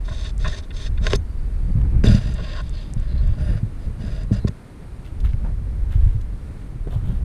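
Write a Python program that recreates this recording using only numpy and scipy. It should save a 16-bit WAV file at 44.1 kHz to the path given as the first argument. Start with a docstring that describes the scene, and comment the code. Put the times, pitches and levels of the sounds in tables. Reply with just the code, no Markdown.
"""A grassy riverbank, where someone in wet boots steps about with a microphone on a hand-held pole.
Wind buffets the microphone over a steady rush of air. A glove slides, scuffs, shoves and knocks the
pole: friction and impact excite its modes, and the tube conducts their ringing to the microphone.
Tiny ticks and faint whistles come and go; further off, the boots squelch and crunch in the wet grass."""
import sys
import numpy as np
from scipy import signal
from scipy.fft import rfft, irfft
from scipy.io import wavfile
from scipy.ndimage import uniform_filter1d

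SR = 44100
rng = np.random.default_rng(int(sys.argv[2]) if len(sys.argv) > 2 else 0)


def file_out(sig):
    """Save sig as 16-bit WAV at sys.argv[1]."""
    # one column per channel
    cols = np.atleast_2d(sig).T
    # limit, then scale
    lim = np.clip(cols, -1, 1)
    pcm = np.round(lim * 32767).astype(np.int16)
    wavfile.write(sys.argv[1], SR, pcm)


N = 319284
TIME = np.arange(N) / SR
RING_TIME = TIME[:SR // 4]


def undb(db):
    """Decibels to amplitude ratio."""
    return 10 ** (np.asarray(db) / 20)


def unit(x):
    """Normalise to rms 1."""
    return x / np.sqrt(np.mean(x ** 2) + 1e-18)


def add(out, start_s, x):
    """Superpose x on out from start_s."""
    i = max(int(start_s * SR), 0)
    out[i:i + len(x)] += x[:N - i]


def band(x, low_hz, high_hz, order=2):
    """Band-pass between two edges."""
    edges_hz = [low_hz, min(high_hz, SR / 2 - 100)]
    return signal.sosfilt(signal.butter(order, edges_hz, "band", fs=SR, output="sos"), x)


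def around(x, centre_hz, width_hz):
    """Band-pass about a geometric centre."""
    low_hz = np.hypot(centre_hz, width_hz / 2) - width_hz / 2
    return band(x, low_hz, low_hz + width_hz, order=3)


def noise(spectrum):
    """White noise shaped by (frequency_hz, density_db) points, at rms 1."""
    hz, db = np.transpose(spectrum)
    bin_hz = np.arange(N // 2 + 1) * SR / N
    gain = undb(np.interp(np.log(bin_hz + 1e-9), np.log(hz), db))
    return unit(irfft(rfft(rng.standard_normal(N)) * gain, N))


def drift(rate_hz):
    """Smooth random modulation of rms 1."""
    hold = int(SR / rate_hz)
    steps = np.repeat(rng.standard_normal(N // hold + 1), hold)
    return unit(uniform_filter1d(steps, hold)[:N])


def even(x, span_s):
    """Flatten the envelope by dividing by the running rms."""
    return x / np.sqrt(uniform_filter1d(x ** 2, int(span_s * SR)) + 1e-9)


def impulses(n, rate_hz, scatter_db):
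    """Shot noise: tiny impacts of random time and size."""
    occurs = rng.random(n) < rate_hz / SR
    return unit(occurs * rng.standard_normal(n) * undb(scatter_db * rng.standard_normal(n)))


def ringing(hz, width_hz, db, build=0):
    """Impulse response of damped modes; build=1 couples each twice, so it swells before it decays."""
    age = np.pi * np.outer(width_hz, RING_TIME) * (1 + build / 2)
    modes = age ** build * np.exp(-age) * np.cos(2 * np.pi * np.outer(hz, RING_TIME))
    return (undb(db) * width_hz) @ modes


# spectra of large and of small eddies: frequency_hz, relative_density_db
SWELL_SPECTRUM = [(8, -9), (20, 4.5), (35, 8.5), (60, 4.5), (90, -5.5), (130, -23), (250, -85),
                  (1000, -110)]
BUFFET_SPECTRUM = [(50, -25), (85, 1.5), (125, 3.5), (165, -4), (208, -10), (250, -18), (330, -22),
                   (410, -26), (520, -32), (800, -40), (2000, -48.5), (8000, -100)]
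# strength of the wind: time_s, swell_db, relative_buffet_db
GUSTS = [(0.0, -23.5, -50), (0.32, -24, -37), (0.46, -17, -36.5), (0.62, -31.5, -49), (1.13, -16, -30.5),
         (1.27, -29, -45), (1.55, -20.5, -41), (1.93, -15.5, -24.5), (2.12, -13.5, -20), (2.22, -30, -31),
         (2.26, -20.5, -31), (2.62, -27.5, -41.5), (2.92, -30, -37), (2.98, -15, -42), (3.04, -22, -35.5),
         (3.31, -14, -34.5), (3.37, -29.5, -33), (3.47, -11, -26.5), (3.61, -27.5, -37),
         (3.89, -23.5, -40.5), (3.97, -34, -37.5), (4.09, -24.5, -35.5), (4.34, -23.5, -32),
         (4.47, -21.5, -39), (4.6, -45, -47), (5.18, -29, -41.5), (5.24, -16.5, -36), (5.44, -21.5, -36.5),
         (5.73, -24.5, -37.5), (6.07, -11.5, -38), (6.29, -23.5, -40), (6.77, -34, -39), (6.81, -21, -50),
         (6.88, -27.5, -34.5), (7.04, -24, -33), (7.24, -20.5, -35)]

def wind(buffet_gain_db=1.5, eddy_db=2.0, flutter_db=3.5):
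    """Turbulent pressure: large eddies push slowly on the microphone, small ones flutter."""
    time_s, swell_db, buffet_db = np.transpose(GUSTS)
    eddies_db = eddy_db * drift(14)
    swell = even(noise(SWELL_SPECTRUM), 0.077) * undb(np.interp(TIME, time_s, swell_db) + eddies_db)
    buffet = even(noise(BUFFET_SPECTRUM), 0.039) * undb(np.interp(TIME, time_s, buffet_db))
    return swell + buffet * undb(buffet_gain_db + eddies_db / 2 + flutter_db * drift(35))


# spectrum of the open air: frequency_hz, relative_density_db
AIR_SPECTRUM = [(150, 6), (250, 2), (350, -4), (500, -8.5), (720, -14), (1500, -18.5), (2200, -21.5),
                (3000, -28.5), (4000, -31), (5500, -34.5), (7600, -35.5), (8700, -30.5), (10300, -34),
                (11500, -39), (15000, -43)]

def air(rush_db=-44.5, hiss_db=-71.5):
    """Broadband ambient noise: a steady rush and a faint high hiss waver together."""
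    waver_db = .5 * drift(6)
    rush = unit(band(noise(AIR_SPECTRUM), 195, 13600)) * undb(rush_db + waver_db)
    hiss = unit(band(rng.standard_normal(N), 3540, 4730)) * undb(hiss_db + 2 * waver_db)
    return rush + hiss


# modes of the pole: pitch_hz, width_hz, first_grip_db, second_grip_db, loose_grip_db, knocked_db
POLE_MODES = [(404, 35, 16.5, -2, -12, 7), (480, 54, 14, 13, -22, 2.5), (599, 75, 14, 17, 23, -18),
              (1065, 77, 5.5, 2.5, 14.5, 12), (1090, 180, -10, -32, -10, -33),
              (1474, 96, 5.5, 7.5, 11.5, 0), (1600, 85, 3, 7.5, 14, 18), (1815, 93, 2, 6, 13.5, -30),
              (2070, 125, -3.5, -3, 6, 6), (2675, 660, -9, -5, -18.5, 8.5), (2810, 197, -45, -3.5, 6, -6),
              (3390, 380, -17, -3, 2.5, -28), (3630, 317, -1.5, -2, 7, -31), (4590, 700, -7, -3, 4, -5),
              (4840, 180, -36, -0.5, -2, 7), (5120, 290, -8.5, -35, -23, 10.5),
              (5840, 790, -11.5, -7, -5, -11), (6340, 31, -8, -5, -32, 23), (6630, 9.1, -33, -15, -26, -14),
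              (6930, 850, -22, -13.5, -13, -1), (9550, 580, -20, -15, -27, -35)]

def pole_response(grip):
    """Modal damping: where the hand holds the pole decides which resonances are subdued."""
    hz, width_hz, first_db, second_db, loose_db, _ = np.transpose(POLE_MODES)
    mode_db = {"first": first_db, "second": second_db, "loose": loose_db}[grip]
    return ringing(hz, width_hz, mode_db, build=1)


# slides along the pole: start_s, length_s, relative_pressure_db, relative_speed_db, growth_db, grip
GLOVE_STROKES = [(0.037, 0.27, -49.5, -43, 7.5, "first"), (0.385, 0.22, -43.5, -41, 4, "first"),
                 (0.621, .035, -49, -47, -10, "first"), (0.721, 0.16, -47.5, -41, 9, "first"),
                 (1.006, 0.077, -36, -39, 22, "first"), (1.085, 0.077, -32, -33, 3, "first"),
                 (2.033, 0.16, -32.5, -34, -10.5, "second"), (2.167, 0.17, -43.5, -44.5, 1, "second"),
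                 (2.33, .282, -41.5, -43, 7.5, "loose"), (2.611, 0.11, -61, -52.5, 1, "loose"),
                 (2.722, 0.22, -56.5, -50.5, -18, "loose"), (2.958, 0.41, -48.5, -56, 2, "loose"),
                 (3.364, 0.24, -40.5, -51.5, -3, "second"), (3.777, 0.09, -53.5, -59.5, 8, "second"),
                 (3.987, 0.26, -45, -49.5, 0, "second"), (4.309, 0.092, -40, -46, -6, "second")]

def glove(grip, slip_hz, scatter_db, judder_db, low_db, high_db, top_hz):
    """Stick-slip friction rings the pole: pressure feeds the low modes, speed the high ones."""
    grab_s, release_s = 0.024, 0.023
    ease_db, waver_db = 3, 0.42  # the hand is slower at both ends of a stroke, and never quite even
    friction = even(impulses(N, slip_hz, scatter_db), 0.027) * undb(judder_db * drift(110))
    rub = signal.fftconvolve(friction, pole_response(grip))[:N]
    low = even(band(rub, 330, 2300, order=4), .06) * undb(low_db + waver_db * drift(25))
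    high = even(band(rub, 2300, top_hz, order=4), .06) * undb(high_db + waver_db * drift(25))
    out = np.zeros(N)
    for start_s, length_s, pressure_db, speed_db, growth_db, stroke_grip in GLOVE_STROKES:
        if stroke_grip == grip:
            age_s = TIME - start_s
            contact = np.clip(age_s / grab_s, 0, 1) * np.clip((length_s - age_s) / release_s + .5, 0, 1)
            from_middle = np.clip(age_s / length_s, 0, 1) - .5
            effort = undb(growth_db * from_middle - ease_db * (2 * from_middle) ** 2)
            out += contact * effort * (low * undb(pressure_db) + high * undb(speed_db))
    return out


# short slips of the glove: start_s, level_db, length_s, centre_hz, width_hz
GLOVE_SCUFFS = [(0.078, -37, 0.011, 1330, 1600), (0.104, -41, 0.029, 1020, 1000),
                (0.245, -40, 0.023, 2600, 3000), (0.442, -29.5, 0.03, 1420, 1700),
                (0.448, -40.5, 0.05, 3700, 920), (0.476, -31.5, 0.0105, 2590, 7060),
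                (0.518, -40, 0.027, 1770, 300), (0.704, -42, .013, 2400, 1900),
                (0.859, -38.5, 0.013, 2750, 3600), (0.974, -42, 0.0115, 2186, 2260),
                (1.154, -30.5, 0.0084, 7550, 8400), (2.039, -37, .008, 5000, 9000),
                (2.065, -28.5, .013, 3430, 1200), (2.146, -34, 0.0095, 3920, 5000),
                (2.378, -39, 0.033, 915, 1490), (2.541, -40.5, 0.077, 1230, 900),
                (3.393, -63.5, 0.18, 9700, 1200), (4.328, -51.5, 0.02, 7140, 4000),
                (4.471, -33.5, 0.01, 1500, 4950), (4.479, -38.5, 0.0083, 5470, 12000)]

def scuffs(direct_db=-5.0):
    """Transient friction: a burst of slips is heard directly and through the pole, which rings on."""
    out = np.zeros(N)
    pole = pole_response("first")
    for start_s, level_db, length_s, centre_hz, width_hz in GLOVE_SCUFFS:
        n = int(length_s * SR)
        friction = impulses(n, rate_hz=14000, scatter_db=0.88) * signal.windows.tukey(n, .25)
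        burst = signal.fftconvolve(friction, pole / np.linalg.norm(pole))
        add(burst, 0, undb(direct_db) * friction)
        burst = band(around(burst, centre_hz, width_hz), 330, 7800, order=3)
        add(out, start_s, undb(level_db) * burst * np.sqrt(n / np.sum(burst ** 2)))
    return out


# slow bending of the pole: pitch_hz, width_hz, relative_level_db
BENDING_MODES = [(108.1, 11.9, 5.5), (143, 21, -4), (195, 12.2, -1), (400, 46, -23.5)]
# soft shoves of the hand: start_s, peak_db, contact_s, damping_time_s, upper_modes_db
HAND_SHOVES = [(0.106, -19.5, 0.0096, 0.018, -14), (0.478, -18, 0.0056, 0.03, -3),
               (1.012, -15, 0.0066, 0.041, 1), (1.155, -15.5, 0.0031, 0.022, 7.5),
               (1.752, -7.5, 0.0061, 0.027, -16), (2.043, -7.5, 0.0029, .06, 3),
               (2.071, -7, 0.0025, 0.061, 5), (2.095, -2, 0.0048, .14, 1.5), (2.145, -1.5, 0.005, 0.02, 8),
               (2.256, -18, 0.0057, 0.049, 3), (2.964, -13.5, 0.0066, 0.027, 1),
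               (3.288, -12.5, 0.01, .03, -20), (3.551, -12, 0.0067, .046, -10),
               (3.629, -10, 0.0058, .047, -1.5), (4.039, -21, 0.0033, 0.084, 15),
               (4.315, -4.5, 0.0033, 0.11, 4), (4.448, -5.5, 0.0037, 0.018, 1.5),
               (4.49, -17, 0.004, 0.027, -14), (5.335, -12, 0.0086, 0.032, -15),
               (5.951, -9.5, 0.0094, 0.046, -22), (6.058, -7.5, 0.011, 0.054, -24),
               (6.146, -10, .011, 0.035, -24), (6.955, -11.5, .011, 0.26, -9),
               (7.124, -18.5, 0.0059, 0.054, 9.5)]

def shoves():
    """Flexural vibration: a soft push bends the pole, and the hand damps the thump."""
    out = np.zeros(N)
    hz, width_hz, mode_db = np.transpose(BENDING_MODES)
    for start_s, peak_db, contact_s, damping_time_s, upper_modes_db in HAND_SHOVES:
        bend = ringing(hz, width_hz, mode_db + upper_modes_db * (hz > np.median(hz)))
        force = np.hanning(int(contact_s * SR))
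        thump = np.convolve(bend * np.exp(-RING_TIME / damping_time_s), force)
        add(out, start_s, undb(peak_db) * thump / np.abs(thump).max())
    return out


# tiny sharp ticks: start_s, peak_db
SHARP_TICKS = [(0.244, -33), (0.38, -28.5), (0.389, -42), (2.34, -31), (2.345, -33), (2.617, -40),
               (2.695, -30.5), (2.937, -23.5), (3, -36), (3.276, -39), (4.235, -37.5)]

def ticks(pitch_hz=7800, width_hz=3000):
    """Heavily damped oscillation: each bright tick lasts only a few cycles."""
    out = np.zeros(N)
    ring = np.exp(-np.pi * width_hz * RING_TIME) * np.sin(2 * np.pi * pitch_hz * RING_TIME)
    tick = band(ring, 5000, 10100, order=3)
    for start_s, peak_db in SHARP_TICKS:
        add(out, start_s, undb(peak_db) * tick / np.abs(tick).max())
    return out


# hard contacts with the pole: start_s, peak_db, cutoff_hz, lowest_mode_db
POLE_KNOCKS = [(1.0681, -5.5, 3960, 12.5), (1.1333, -3, 4480, 7), (1.1345, -7, 596, 8.5),
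               (2.039, -15.5, 2360, 2), (2.042, -14, 676, 10), (2.074, -22, 584, 13),
               (4.310, -20.5, 437, 9), (4.445, -21.5, 476, 4), (6.871, -23, 456, -1)]

def knocks(crack_db=-9, crack_decay_s=.0015):
    """Impulsive excitation: a hard contact rings every mode; a softer one loses the treble."""
    out = np.zeros(N)
    hz, width_hz, *_, knocked_db = np.transpose(POLE_MODES)
    for start_s, peak_db, cutoff_hz, lowest_mode_db in POLE_KNOCKS:
        ring = ringing(hz, width_hz, knocked_db + lowest_mode_db * (hz == hz.min()))
        crack = rng.standard_normal(len(RING_TIME)) / 2 * np.exp(-RING_TIME / crack_decay_s)
        knock = band(ring / ring.max() + undb(crack_db) * crack, 140, cutoff_hz, order=3)
        add(out, start_s, undb(peak_db) * knock / np.abs(knock).max())
    return out


# thin whistles, perhaps far birds: start_s, length_s, pitch_hz, level_db
FAR_WHISTLES = [(1.154, 0.77, 4610, -71.5), (1.867, 0.16, 2460, -65), (2.73, 0.079, 4340, -55),
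                (3.054, 0.19, 4080, -58), (4.247, .3, 4050, -64)]

def whistles(width_hz=380, flicker_db=4.5):
    """Narrow-band noise has a blurred pitch, heard as a distant, flickering whistle."""
    out = np.zeros(N)
    flicker = rng.standard_normal(N) * undb(flicker_db * drift(45))
    for start_s, length_s, pitch_hz, level_db in FAR_WHISTLES:
        i, n = int(start_s * SR), int(length_s * SR)
        whistle = around(flicker[i:i + n], pitch_hz, width_hz) * signal.windows.tukey(n, .5)
        add(out, start_s, undb(level_db) * unit(whistle))
    return out


# treads in wet grass: start_s, squelch_db, tread_s, centre_hz, relative_straw_db
FOOTSTEPS = [(1.812, -42.5, 0.0057, 1360, -22), (5.042, -52, 0.037, 1940, -7), (5.2, -53, .01, 3720, -2),
             (5.234, -44, 0.038, 1280, -9.5), (5.28, -55, 0.034, 2450, -12),
             (5.332, -46, 0.0054, 1700, -24), (5.429, -42.5, 0.056, 634, -28), (5.902, -47, .051, 1210, -6),
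             (5.971, -58, .15, 1500, -3), (6.207, -57, .012, 4800, -5), (6.61, -57, 0.019, 1400, -16),
             (6.868, -42, .016, 550, -19), (6.893, -42, 0.076, 566, -13), (7.012, -50, 0.14, 744, -8.5)]

def boots(pops_per_s=3000, cracks_per_s=1800, snap_db=-6.5):
    """Shot noise under load: a tread presses water from the turf in tiny pops and snaps dry straw."""
    out = np.zeros(N)
    for start_s, squelch_db, tread_s, centre_hz, straw_db in FOOTSTEPS:
        n = int(3 * tread_s * SR)
        progress = TIME[:n] / tread_s
        weight = (2 * progress) ** 2 * np.exp(2 - 4 * progress)  # peaks at mid-tread
        pops = impulses(n, pops_per_s, scatter_db=3.0)
        squelch = even(band(pops, centre_hz / 1.9, centre_hz * 1.7), .02)
        stalks = impulses(n, cracks_per_s, scatter_db=3.0)
        crunch = unit(band(stalks, 2600, 3920, order=3))
        snaps = undb(snap_db) * unit(band(stalks, 6100, 14000))
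        add(out, start_s, undb(squelch_db) * weight * (squelch + undb(straw_db) * (crunch + snaps)))
    return out


def scene():
    """Superposition: structure-borne sound, airborne sound and wind sum at one microphone."""
    handling = glove("first", slip_hz=7000, scatter_db=1.0, judder_db=1.3,
                     low_db=-1.5, high_db=-1.5, top_hz=9400)
    handling += glove("second", slip_hz=9000, scatter_db=2.0, judder_db=1.8,
                      low_db=-1.5, high_db=-2.5, top_hz=14000)
    handling += glove("loose", slip_hz=11000, scatter_db=3.5, judder_db=1.85,
                      low_db=-2.0, high_db=-2.0, top_hz=9500)
    handling += scuffs() + knocks() + shoves()
    return (handling + ticks() + boots() + wind() + air() + whistles())[None]


def record(dry):
    """Soft saturation rounds the peaks, short fades smooth both ends and a low-pass cuts the top."""
    fade_s, cutoff_hz = .008, 15000
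    fades = np.clip(np.minimum(TIME, TIME[-1] - TIME) / fade_s, 0, 1)
    rounded = np.tanh(0.87 * dry) / 0.92
    low_pass = signal.ellip(10, .2, 80, cutoff_hz, fs=SR, output="sos")
    return signal.sosfilt(low_pass, fades * rounded)


dry = scene()
out = record(dry)
file_out(out)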